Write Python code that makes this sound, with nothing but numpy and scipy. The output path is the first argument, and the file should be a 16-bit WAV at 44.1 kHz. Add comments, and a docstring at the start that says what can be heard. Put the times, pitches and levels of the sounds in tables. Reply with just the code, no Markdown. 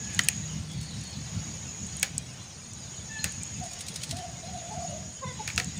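"""Rural yard: a myna bathes close by, in a plastic tub inside a wire cage.
Its wings slap the water and trap ringing air pockets, drops tick on the cage, wet feathers rustle.
Insects swell and small birds chirp in the trees; two roosters crow and a hen clucks far off.
A breeze rumbles underneath."""
import sys
import numpy as np
from scipy import signal
from scipy.fft import rfft, irfft, next_fast_len
from scipy.io import wavfile
from scipy.ndimage import uniform_filter1d

SR = 44100
rng = np.random.default_rng(int(sys.argv[2]) if len(sys.argv) > 2 else 0)


def inscribe(sig):
    """Save sig as 16-bit PCM at rate SR to the path in sys.argv[1].

    A 1-D sig is mono; a 2-D sig holds one channel per row.
    Samples are clipped to [-1, 1] before scaling.
    """
    pcm = np.round(np.clip(np.atleast_2d(sig).T, -1, 1) * 32767)
    wavfile.write(sys.argv[1], SR, pcm.astype(np.int16))


N = 255339
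T = np.arange(N) / SR
BURST_T = T[:int(SR * .25)]

# splash spectrum, with a microphone dip at 13 kHz and ring at 15 kHz: f/Hz, level/dB
SPLASH_SPECTRUM = [(300, -2.5), (1000, -0.5), (1900, 10), (2800, 4), (4500, 5.5), (6800, 4), (9500, -7.5),
                   (11500, -15), (13600, -25), (15000, -11), (16500, -32)]
# rustle and spatter spectrum, with the same microphone dip and ring: f/Hz, level/dB
RUSTLE_SPECTRUM = [(1500, -49), (4000, -9.5), (6500, -2), (9500, -0.5), (11000, -16.5), (13200, -28),
                   (15100, -12), (16000, -42)]


def undb(db):
    """Decibels to gain."""
    return 10 ** (np.asarray(db) / 20)


def unit(x):
    """Scale to rms 1."""
    return x / np.sqrt(np.mean(x ** 2) + 1e-18)


def punch(x):
    """Scale a burst to the energy of 5 ms at rms 1."""
    return x / np.sqrt(np.sum(x ** 2) / (.005 * SR))


def curve(rows):
    """Linear interpolation of (t/s, value) rows."""
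    return np.interp(T, *np.transpose(rows))


def colour(x, spectrum):
    """Filter by (f/Hz, level/dB) rows; minimum phase, so no pre-ringing."""
    hz, db = np.transpose(spectrum)
    size = 2 * next_fast_len(len(x))
    bin_hz = np.maximum(np.fft.rfftfreq(size, 1 / SR), 1)
    gain = undb(np.interp(np.log(bin_hz), np.log(hz), db))
    cepstrum = irfft(np.log(gain))
    cepstrum[1:size // 2] *= 2
    cepstrum[size // 2 + 1:] = 0
    return irfft(rfft(x, size) * np.exp(rfft(cepstrum)))[:len(x)]


def band(x, hz, width_hz):
    """One resonance, gain 1 at centre."""
    return signal.lfilter(*signal.iirpeak(hz, hz / width_hz, fs=SR), x)


def highpass(x, hz, order=2):
    """Butterworth low cut."""
    return signal.sosfilt(signal.butter(order, hz, "highpass", fs=SR, output="sos"), x)


def walk(rate_hz):
    """Smooth random drift, rms 1."""
    step = int(SR / rate_hz)
    held = np.repeat(rng.standard_normal(N // step + 1), step)
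    return unit(uniform_filter1d(uniform_filter1d(held, step), step)[:N])


def flicker(x, size=1024):
    """Narrow bands swell and fade independently, most in the treble; rms 1."""
    hz, _, cells = signal.stft(x, nperseg=size)
    drift = uniform_filter1d(rng.standard_normal(cells.shape), size=4, axis=0)
    drift = uniform_filter1d(drift, size=4, axis=1)
    depth_db = np.interp(hz, [700, 2500, 6000, 8600, 10000, 12000], [1.5, 3.6, 3.3, 4.6, 3.8, 1.5])
    gain = undb(depth_db[:, None] * unit(drift))
    gain /= np.sqrt(np.mean(gain ** 2, axis=1, keepdims=True))
    return unit(signal.istft(cells * gain, nperseg=size)[1][:N])


def swell(at_s, hold_s, rise_db_per_s, fall_db_per_s):
    """Rise, hold and fall, in dB re the crest."""
    return -rise_db_per_s * np.maximum(at_s - T, 0) - fall_db_per_s * np.maximum(T - at_s - hold_s, 0)


def fade(t60_s):
    """Exponential decay over one burst."""
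    return undb(-60 * BURST_T / t60_s)


def onset(delay_s, rise_s):
    """Smooth start of a contact."""
    return np.clip((BURST_T - delay_s) / rise_s, 0, 1) ** 2


def ring(hz, t60_s, delay_s, glide=0):
    """Damped sine; pitch climbs by the fraction glide as it dies."""
    t = np.maximum(BURST_T - delay_s, 0)
    phase = 2 * np.pi * hz * t * (1 + glide * np.minimum(t / t60_s, 1) / 2)
    return np.sin(phase) * undb(-60 * t / t60_s)


def modes(table, delay_s, detune):
    """One blow on (f/Hz, level/dB, t60/s) modes, each randomly detuned."""
    return sum((-1) ** k * undb(db) * ring(hz * (1 + detune * rng.standard_normal()), t60_s, delay_s)
               for k, (hz, db, t60_s) in enumerate(table))


def grains(size, spread_db):
    """Dense clicks of very unequal size."""
    return unit(rng.standard_normal(size) * undb(spread_db * np.minimum(rng.exponential(size=size), 6)))


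def add(track, at_s, sound):
    """Mix a sound into a track."""
    i = max(int(at_s * SR), 0)
    track[i:i + len(sound)] += sound[:N - i]


def outdoors(x, t60_s, wet_db):
    """Direct sound plus duller scatter from trees and walls."""
    t = T[:SR]
    tail = rng.standard_normal(SR) * undb(-60 * t / t60_s) * (t > .006)
    tail = colour(tail / np.linalg.norm(tail), [(2000, 0), (5000, -4), (9000, -12), (14000, -18)])
    return x + undb(wet_db) * signal.fftconvolve(x, tail)[:N]


def breeze():
    """Gusts rumble low and buffet at random, over a faint wavering drone."""
    # gust strength: t/s, level/dB
    gusts = [(0.0, -44.6), (0.06, -38), (0.96, -38.5), (1.05, -42), (1.35, -36.0), (1.56, -42.0),
             (2.31, -41), (2.4, -47.5), (3.6, -40), (3.75, -49), (4.14, -38.5), (4.23, -44), (5.1, -40),
             (5.16, -50.5), (5.37, -36.5), (5.43, -44.5), (5.64, -36), (5.76, -38)]
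    # eddy spectrum: f/Hz, level/dB
    rumble = [(15, -69), (25, -8), (38, -28), (71, 3), (145, 3.5), (197, 0), (262, -11), (348, -22),
              (420, -41), (550, -60), (920, -120)]
    # drone strength: t/s, level/dB
    drone_levels = [(0, -69), (.35, -44), (.55, -36.5), (.85, -39.5), (1.05, -61), (1.4, -40), (1.7, -55.5),
                    (5.79, -92)]
    buffet_db, drone_hz = 3, 156
    eddies = colour(rng.standard_normal(N), rumble)
    eddies /= np.sqrt(uniform_filter1d(eddies ** 2, SR // 12))  # only gusts and buffets set the swell
    lumps = walk(rate_hz=24)
    buffets = unit(undb(buffet_db * unit(lumps - uniform_filter1d(lumps, SR // 4))))
    drone = np.sin(2 * np.pi * np.cumsum(drone_hz * (1 + .01 * walk(rate_hz=12))) / SR)
    return eddies * buffets * undb(curve(gusts)) + drone * undb(curve(drone_levels))


def yard():
    """Leaves and distant life merge into a softly flickering hiss."""
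    # distant hiss, with the 15 kHz microphone ring: f/Hz, level/dB
    spectrum = [(100, 2), (300, 3.5), (450, 2), (800, 1.5), (1300, -3.5), (1900, -3), (2900, -2),
                (4400, -3), (6100, 1.5), (7600, -10.5), (9300, -9.5), (11300, -24.5), (13700, -28.5),
                (15100, -16), (16000, -52)]
    hiss = flicker(colour(rng.standard_normal(N), spectrum))
    return hiss * undb(-47.5 + 1.34 * walk(rate_hz=4.71))


def insects():
    """Many insects rasp in one narrow band; the chorus builds slowly, holds and falls away."""
    # chorus crests: t/s, hold/s, level/dB, fall/(dB/s)
    crests = [(0.044, 0.43, -41, 70), (1.6, 0.43, -42, 90), (3.257, 0.25, -41.5, 18),
              (4.743, 0.15, -43, 11), (5.55, 0.2, -43.5, 35)]
    rise_db_per_s = 12.5
    swells_db = [db + swell(at_s, hold_s, rise_db_per_s, fall) for at_s, hold_s, db, fall in crests]
    rasp = rng.standard_normal(N) * undb(walk(rate_hz=60))
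    chorus = band(band(rasp, hz=6700, width_hz=410), hz=6736, width_hz=440)
    return unit(chorus) * undb(np.max(swells_db, axis=0))


def shimmer():
    """Faint, short, gliding tones at random pitches overlap into a shimmer."""
    # tone level by pitch: f/Hz, level/dB
    spectrum = [(1100, -65), (1900, -61), (2900, -57), (4400, -55.5), (6000, -54), (7700, -59.5),
                (9200, -58), (10200, -73.5)]
    tones_per_s, tone_s, spread_db, max_glide_hz_per_s = 330, .02, 6, 1400
    pitch_hz, pitch_db = np.transpose(spectrum)
    out = np.zeros(N)
    t = T[:SR // 10] - T[SR // 20]
    for when, height, size, span, slide in rng.random((int(tones_per_s * T[-1]), 5)):
        hz = pitch_hz[0] + height * (pitch_hz[-1] - pitch_hz[0])
        level_db = np.interp(hz, pitch_hz, pitch_db) + spread_db * (2 * size - 1)
        glide_hz_per_s = max_glide_hz_per_s * (2 * slide - 1)
        tone = np.sin(2 * np.pi * (hz + glide_hz_per_s * t / 2) * t)
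        envelope = np.exp(-(2 * t / (tone_s * (.5 + span))) ** 2)
        add(out, when * T[-1] + t[0], undb(level_db) * envelope * tone)
    return outdoors(out, t60_s=.23, wet_db=-3)


def voice(hz, level_db, harmonics_db, jitter):
    """A bird's voice: harmonics on an unsteady pitch."""
    phase = 2 * np.pi * np.cumsum(hz * (1 + jitter * walk(rate_hz=120))) / SR
    tone = sum(undb(db) * np.sin(k * phase) for k, db in enumerate(harmonics_db, 1))
    return np.sqrt(2) * undb(level_db) * tone


def syllables(rows, harmonics_db, jitter):
    """Each syllable starts quickly, glides and dies away; its level flutters with the rasp."""
    attack_s, release_s, flutter_db = .013, .023, 3
    out = np.zeros(N)
    for at_s, length_s, start_hz, end_hz, level_db in rows:
        hz = np.interp(T, [at_s, at_s + length_s], [start_hz, end_hz])
        attack = np.clip((T - at_s) / attack_s + .5, 0, 1)
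        release = np.exp(-np.clip(T - at_s - length_s, 0, 1) / release_s)
        out += attack * release * voice(hz, level_db + flutter_db * walk(rate_hz=90), harmonics_db, jitter)
    return out


def chickens():
    """Two roosters and a hen across the yard; distance leaves only their lower harmonics."""
    # rooster's syllables: t/s, length/s, start f/Hz, end f/Hz, level/dB
    crow = [(3.61, 0.042, 705, 706, -41), (4.125, 0.14, 691.4, 700, -46), (4.43, 0.077, 685, 750, -44.5),
            (4.525, .05, 697, 693, -40), (4.61, 0.115, 684, 726.2, -45), (4.745, 0.11, 702, 689, -38.5),
            (4.885, 0.07, 596, 613.6, -43.5)]
    # farther rooster's held notes: columns as crow
    far_crow = [(0, 0.28, 839, 840, -53), (3.09, .09, 888, 882, -43.5)]
    # hen's sagging note after a cluck: columns as crow
    hen_note = [(5.24, 0.066, 514, 503, -49)]
    # its harmonics: level/dB
    hen_harmonics_db = [3, 1.5, -8, 0.5, -12, -20, -2.5]
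    # hen's clucks: t/s, length/s, f/Hz, level/dB, second harmonic/dB
    clucks = [(4.723, 0.052, 428, -52, 12), (5.242, 0.053, 513.6, -39.5, 3.5),
              (5.407, 0.035, 425.6, -47.5, 13)]
    rooster = syllables(crow, harmonics_db=[-1, -27], jitter=.033)
    far_rooster = syllables(far_crow, harmonics_db=[-17, -3, -11], jitter=.0156)
    hen = syllables(hen_note, hen_harmonics_db, jitter=.022)
    for at_s, length_s, hz, level_db, second_db in clucks:
        envelope = np.exp(-(3 * (T - at_s) / length_s) ** 2)
        hen += envelope * voice(hz, level_db, [0, second_db, -16], jitter=.024)
    roosters = outdoors(rooster + far_rooster, t60_s=.71, wet_db=-4)
    return roosters + outdoors(hen, t60_s=.52, wet_db=-10.5)


def stirring_db():
    """Water motion: quickly stirred, slower to settle."""
    # the bird stirs the water: t/s, hold/s, level/dB
    stirs = [(0.138, 0.14, -46), (.52, .06, -54.5), (.8, .35, -53.5), (1.954, 0.12, -52.5),
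             (3.194, 0.97, -54), (4.496, 0.34, -56.5), (5.42, 0.4, -50.5)]
    return np.max([db + swell(at_s, hold_s, rise_db_per_s=92, fall_db_per_s=45)
                   for at_s, hold_s, db in stirs], axis=0)


def slosh():
    """Tiny bubbles of many sizes fizz in the stirred water."""
    fizz = np.zeros(N)
    for hz in np.geomspace(1900, 5800, num=8):
        width_hz = .6 * hz
        fizz += band(band(grains(N, spread_db=2.5), hz, width_hz), hz, width_hz) / np.sqrt(hz)
    return flicker(fizz) * undb(stirring_db())


def drops():
    """Flung drops tick on bars and rim; fine ones fall at random, louder while the water is stirred."""
    # loudest drops: t/s, level/dB, ring f/Hz
    loud = [(0.1461, -35, 7500), (0.2357, -35.5, 7430), (0.2457, -37, 8700), (1.8675, -43.5, 8600),
            (1.9678, -38, 9100), (1.9966, -36, 7640), (2.1798, -25, 7940), (2.734, -43.5, 7800),
            (3.322, -40, 8900), (3.433, -33.5, 7640), (5.5606, -34, 6940), (5.6444, -35, 7400),
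            (5.7765, -41, 7560)]
    fine_per_s, fine_db, spread_db, fine_hz, delay_s = 13, -48.5, 3, 8560, .0006
    stir_db = stirring_db()
    follow_db = .8 * (stir_db - stir_db.max())
    out, fine = np.zeros(N), []
    for when, size, height in rng.random((int(fine_per_s * T[-1]), 3)):
        level_db = fine_db + follow_db[int(when * N)] + spread_db * (2 * size - 1)
        fine.append((when * T[-1], level_db, fine_hz * (1 + .11 * (2 * height - 1))))
    for at_s, level_db, hz in loud + fine:
        tick = ring(hz, t60_s=.003, delay_s=delay_s) * onset(delay_s, rise_s=.00032)
        burst = rng.standard_normal(len(BURST_T)) * onset(delay_s, rise_s=.0005) * fade(t60_s=.018)
        spatter = colour(burst, RUSTLE_SPECTRUM)
        add(out, at_s, undb(level_db) * (punch(tick) + undb(-6) * punch(spatter)))
    return out


def pocket(hz, t60_s, delay_s):
    """Trapped air rings and rises a little; it radiates almost nothing below its own pitch."""
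    return highpass(ring(hz, t60_s, delay_s, glide=.09), 1.24 * hz, order=3)


def crack(delay_s, tilt_db):
    """The blow rings briefly and breaks the surface; a flatter, softer one is duller."""
    # ringing modes of the splash, with a thin 15 kHz microphone ring: f/Hz, level/dB, t60/s
    ring_modes = [(4370, 5, 0.0062), (5700, 0, .006), (6550, 3.5, 0.011), (8000, 3, 0.0087),
                  (9120, 8.5, 0.0031), (10500, -2, 0.0047), (12300, 0, 0.0027), (15000, -11, .006)]
    knock = modes(ring_modes, delay_s, detune=.02) * onset(delay_s, rise_s=.00015)
    burst = rng.standard_normal(len(BURST_T)) * onset(delay_s, rise_s=.0004) * fade(t60_s=.02)
    blow = undb(2) * punch(knock) + undb(1) * punch(colour(burst, SPLASH_SPECTRUM))
    return colour(blow, [(800, -10.5), (1800, -5), (4300, -4), (10000, tilt_db)])


def spray(delay_s):
    """Scattered water falls back; the finest, brightest drops are gone first."""
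    patter = grains(len(BURST_T), spread_db=2) * onset(delay_s, rise_s=.002)
    coarse = colour(patter * fade(t60_s=.17), [(3000, -2), (7000, -4), (11000, 1)])
    fine = highpass(patter * fade(t60_s=.04), hz=5000)
    return colour(coarse + undb(-4) * fine, SPLASH_SPECTRUM)


def slaps():
    """A wing cracks on the water and traps air pockets; the tub thuds and spray follows."""
    # wing slaps: t/s, level/dB, small pocket f/Hz, large pocket f/Hz,
    # relative level/dB of (small pocket, large pocket, crack, spray, thud), treble tilt/dB
    hits = [(0.1914, -16, 3010, 1760, -3, -3, -3.5, -13, -28, -8.5),
            (0.2855, -12.5, 2610, 2386, -7, -11, -3, -28, -33, 10),
            (2.029, -21, 2500, 2130, -4, -3, 3, -7, -16.5, 5.5),
            (3.242, -25.5, 2620, 1730, -3.5, -19, 2.5, -3, -15.5, 3),
            (5.476, -30, 2061, 2160, -20, -2.5, -1, -3, -29, -6),
            (5.488, -34, 2560, 1990, -4, -19, -8, -22, -27, -4),
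            (5.5013, -35, 2200, 2180, 0.5, -11, -8, -4, -23, -12),
            (5.5777, -20, 2550, 1300, -5.5, -11, -2, -6.5, -14, -14.5),
            (5.599, -23, 2270, 1760, -9, -7.5, -5, -16, -15, -10)]
    # fragments of the large pocket: pitch ratio, lag/s, level/dB
    fragments = [(1.1, 0.00094, -2.5), (1.027, 0.00074, -3.5), (0.796, 0.0028, -9)]
    # modes of the tub's thin walls: f/Hz, level/dB, t60/s
    wall_modes = [(459, -10, 0.35), (544, 4, 0.076), (729, 3, 0.18), (850, -8, 0.13), (980, -17, 0.16),
                  (1367, 0.5, 0.095)]
    out, delay_s = np.zeros(N), .0005
    for at_s, level_db, small_hz, large_hz, *mix_db, tilt_db in hits:
        small = pocket(small_hz, t60_s=.014, delay_s=delay_s)
        large = sum(undb(db) * punch(pocket(large_hz * ratio, t60_s=.015, delay_s=delay_s + lag_s))
                    for ratio, lag_s, db in fragments)
        impact = crack(delay_s, tilt_db)
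        thud = modes(wall_modes, delay_s, detune=.0556) * onset(delay_s, rise_s=.0033)
        parts = [small, large, impact, spray(delay_s), thud]
        add(out, at_s, undb(level_db) * sum(undb(db) * punch(part) for part, db in zip(parts, mix_db)))
    return out


def chirps():
    """Small birds' short warbled notes, smeared by the trees."""
    # chirps: t/s, length/s, f/Hz, level/dB
    notes = [(0.505, 0.056, 2890, -51), (0.716, 0.066, 3560, -52), (0.837, 0.14, 4340, -50.5),
             (.93, 0.066, 4040, -50), (1.076, 0.12, 4400, -50.5), (1.147, .1, 4250, -53),
             (3.197, 0.015, 4300, -37.5)]
    out = np.zeros(N)
    for at_s, length_s, hz, level_db in notes:
        envelope = np.exp(-(2 * (T - at_s) / length_s) ** 2)
        out += envelope * voice(hz, level_db, harmonics_db=[0], jitter=.05)
    return outdoors(out, t60_s=.47, wet_db=2.5)


def strokes():
    """A wing shake builds, holds and stops; a light upstroke leads each beat."""
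    # wing shakes: first beat t/s, last beat t/s (last < first: one weak beat)
    shakes = [(0.7327, 0.83), (1.055, 0.98), (3.657, 4.186)]
    edge_db, top_db, build_db_per_s, stop_db_per_s = -45, -33.5, 80, 170
    beats_per_s, upstroke_lead_s, upstroke_db = 13.2, .018, -43.5
    first_body_db, soak_db_per_s = -5, 17.5  # the rustle gains body as the feathers soak
    for first_s, last_s in shakes:
        beats = 1 + max(round((last_s - first_s) * beats_per_s), 0)
        for at_s in np.linspace(first_s, last_s, beats):
            effort_db = min(build_db_per_s * (at_s - first_s), stop_db_per_s * (last_s - at_s))
            body_db = first_body_db + soak_db_per_s * (at_s - first_s)
            yield at_s - upstroke_lead_s, upstroke_db, body_db
            yield at_s, min(edge_db + effort_db, top_db), body_db


def flicks():
    """Wet feathers brush together at each stroke: a grainy rustle swells, snaps and dies away."""
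    out, lead_s = np.zeros(N), .012
    t = BURST_T - lead_s - .001
    snap = np.exp(-np.abs(t) / np.where(t < 0, .001, .003))
    brush = np.exp(-np.abs(t) / np.where(t < 0, .004, .012))
    envelope = snap + .77 * brush
    for at_s, level_db, body_db in strokes():
        treble = colour(grains(len(t), spread_db=.8) * envelope, RUSTLE_SPECTRUM)
        coarse = grains(len(t), spread_db=2) * envelope
        body = band(band(coarse, hz=4700, width_hz=3700), hz=3700, width_hz=4200)
        rustle = punch(treble) + undb(body_db) * punch(body)
        add(out, at_s - lead_s, undb(level_db + rng.standard_normal()) * rustle)
    return out


def scene():
    """Bath close by, yard behind; two identical channels."""
    bath = outdoors(slaps() + drops() + flicks(), t60_s=.2, wet_db=-16)
    mono = bath + slosh() + insects() + chirps() + shimmer() + chickens() + breeze() + yard()
    return np.array([mono, mono])


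def record(dry):
    """Thin the deepest bass, round the loudest peaks, cut the top."""
    top_hz = 15900
    limited = np.tanh(highpass(dry, hz=38))
    return signal.sosfilt(signal.ellip(8, .2, 70, top_hz, fs=SR, output="sos"), limited)


dry = scene()
out = record(dry)
inscribe(out)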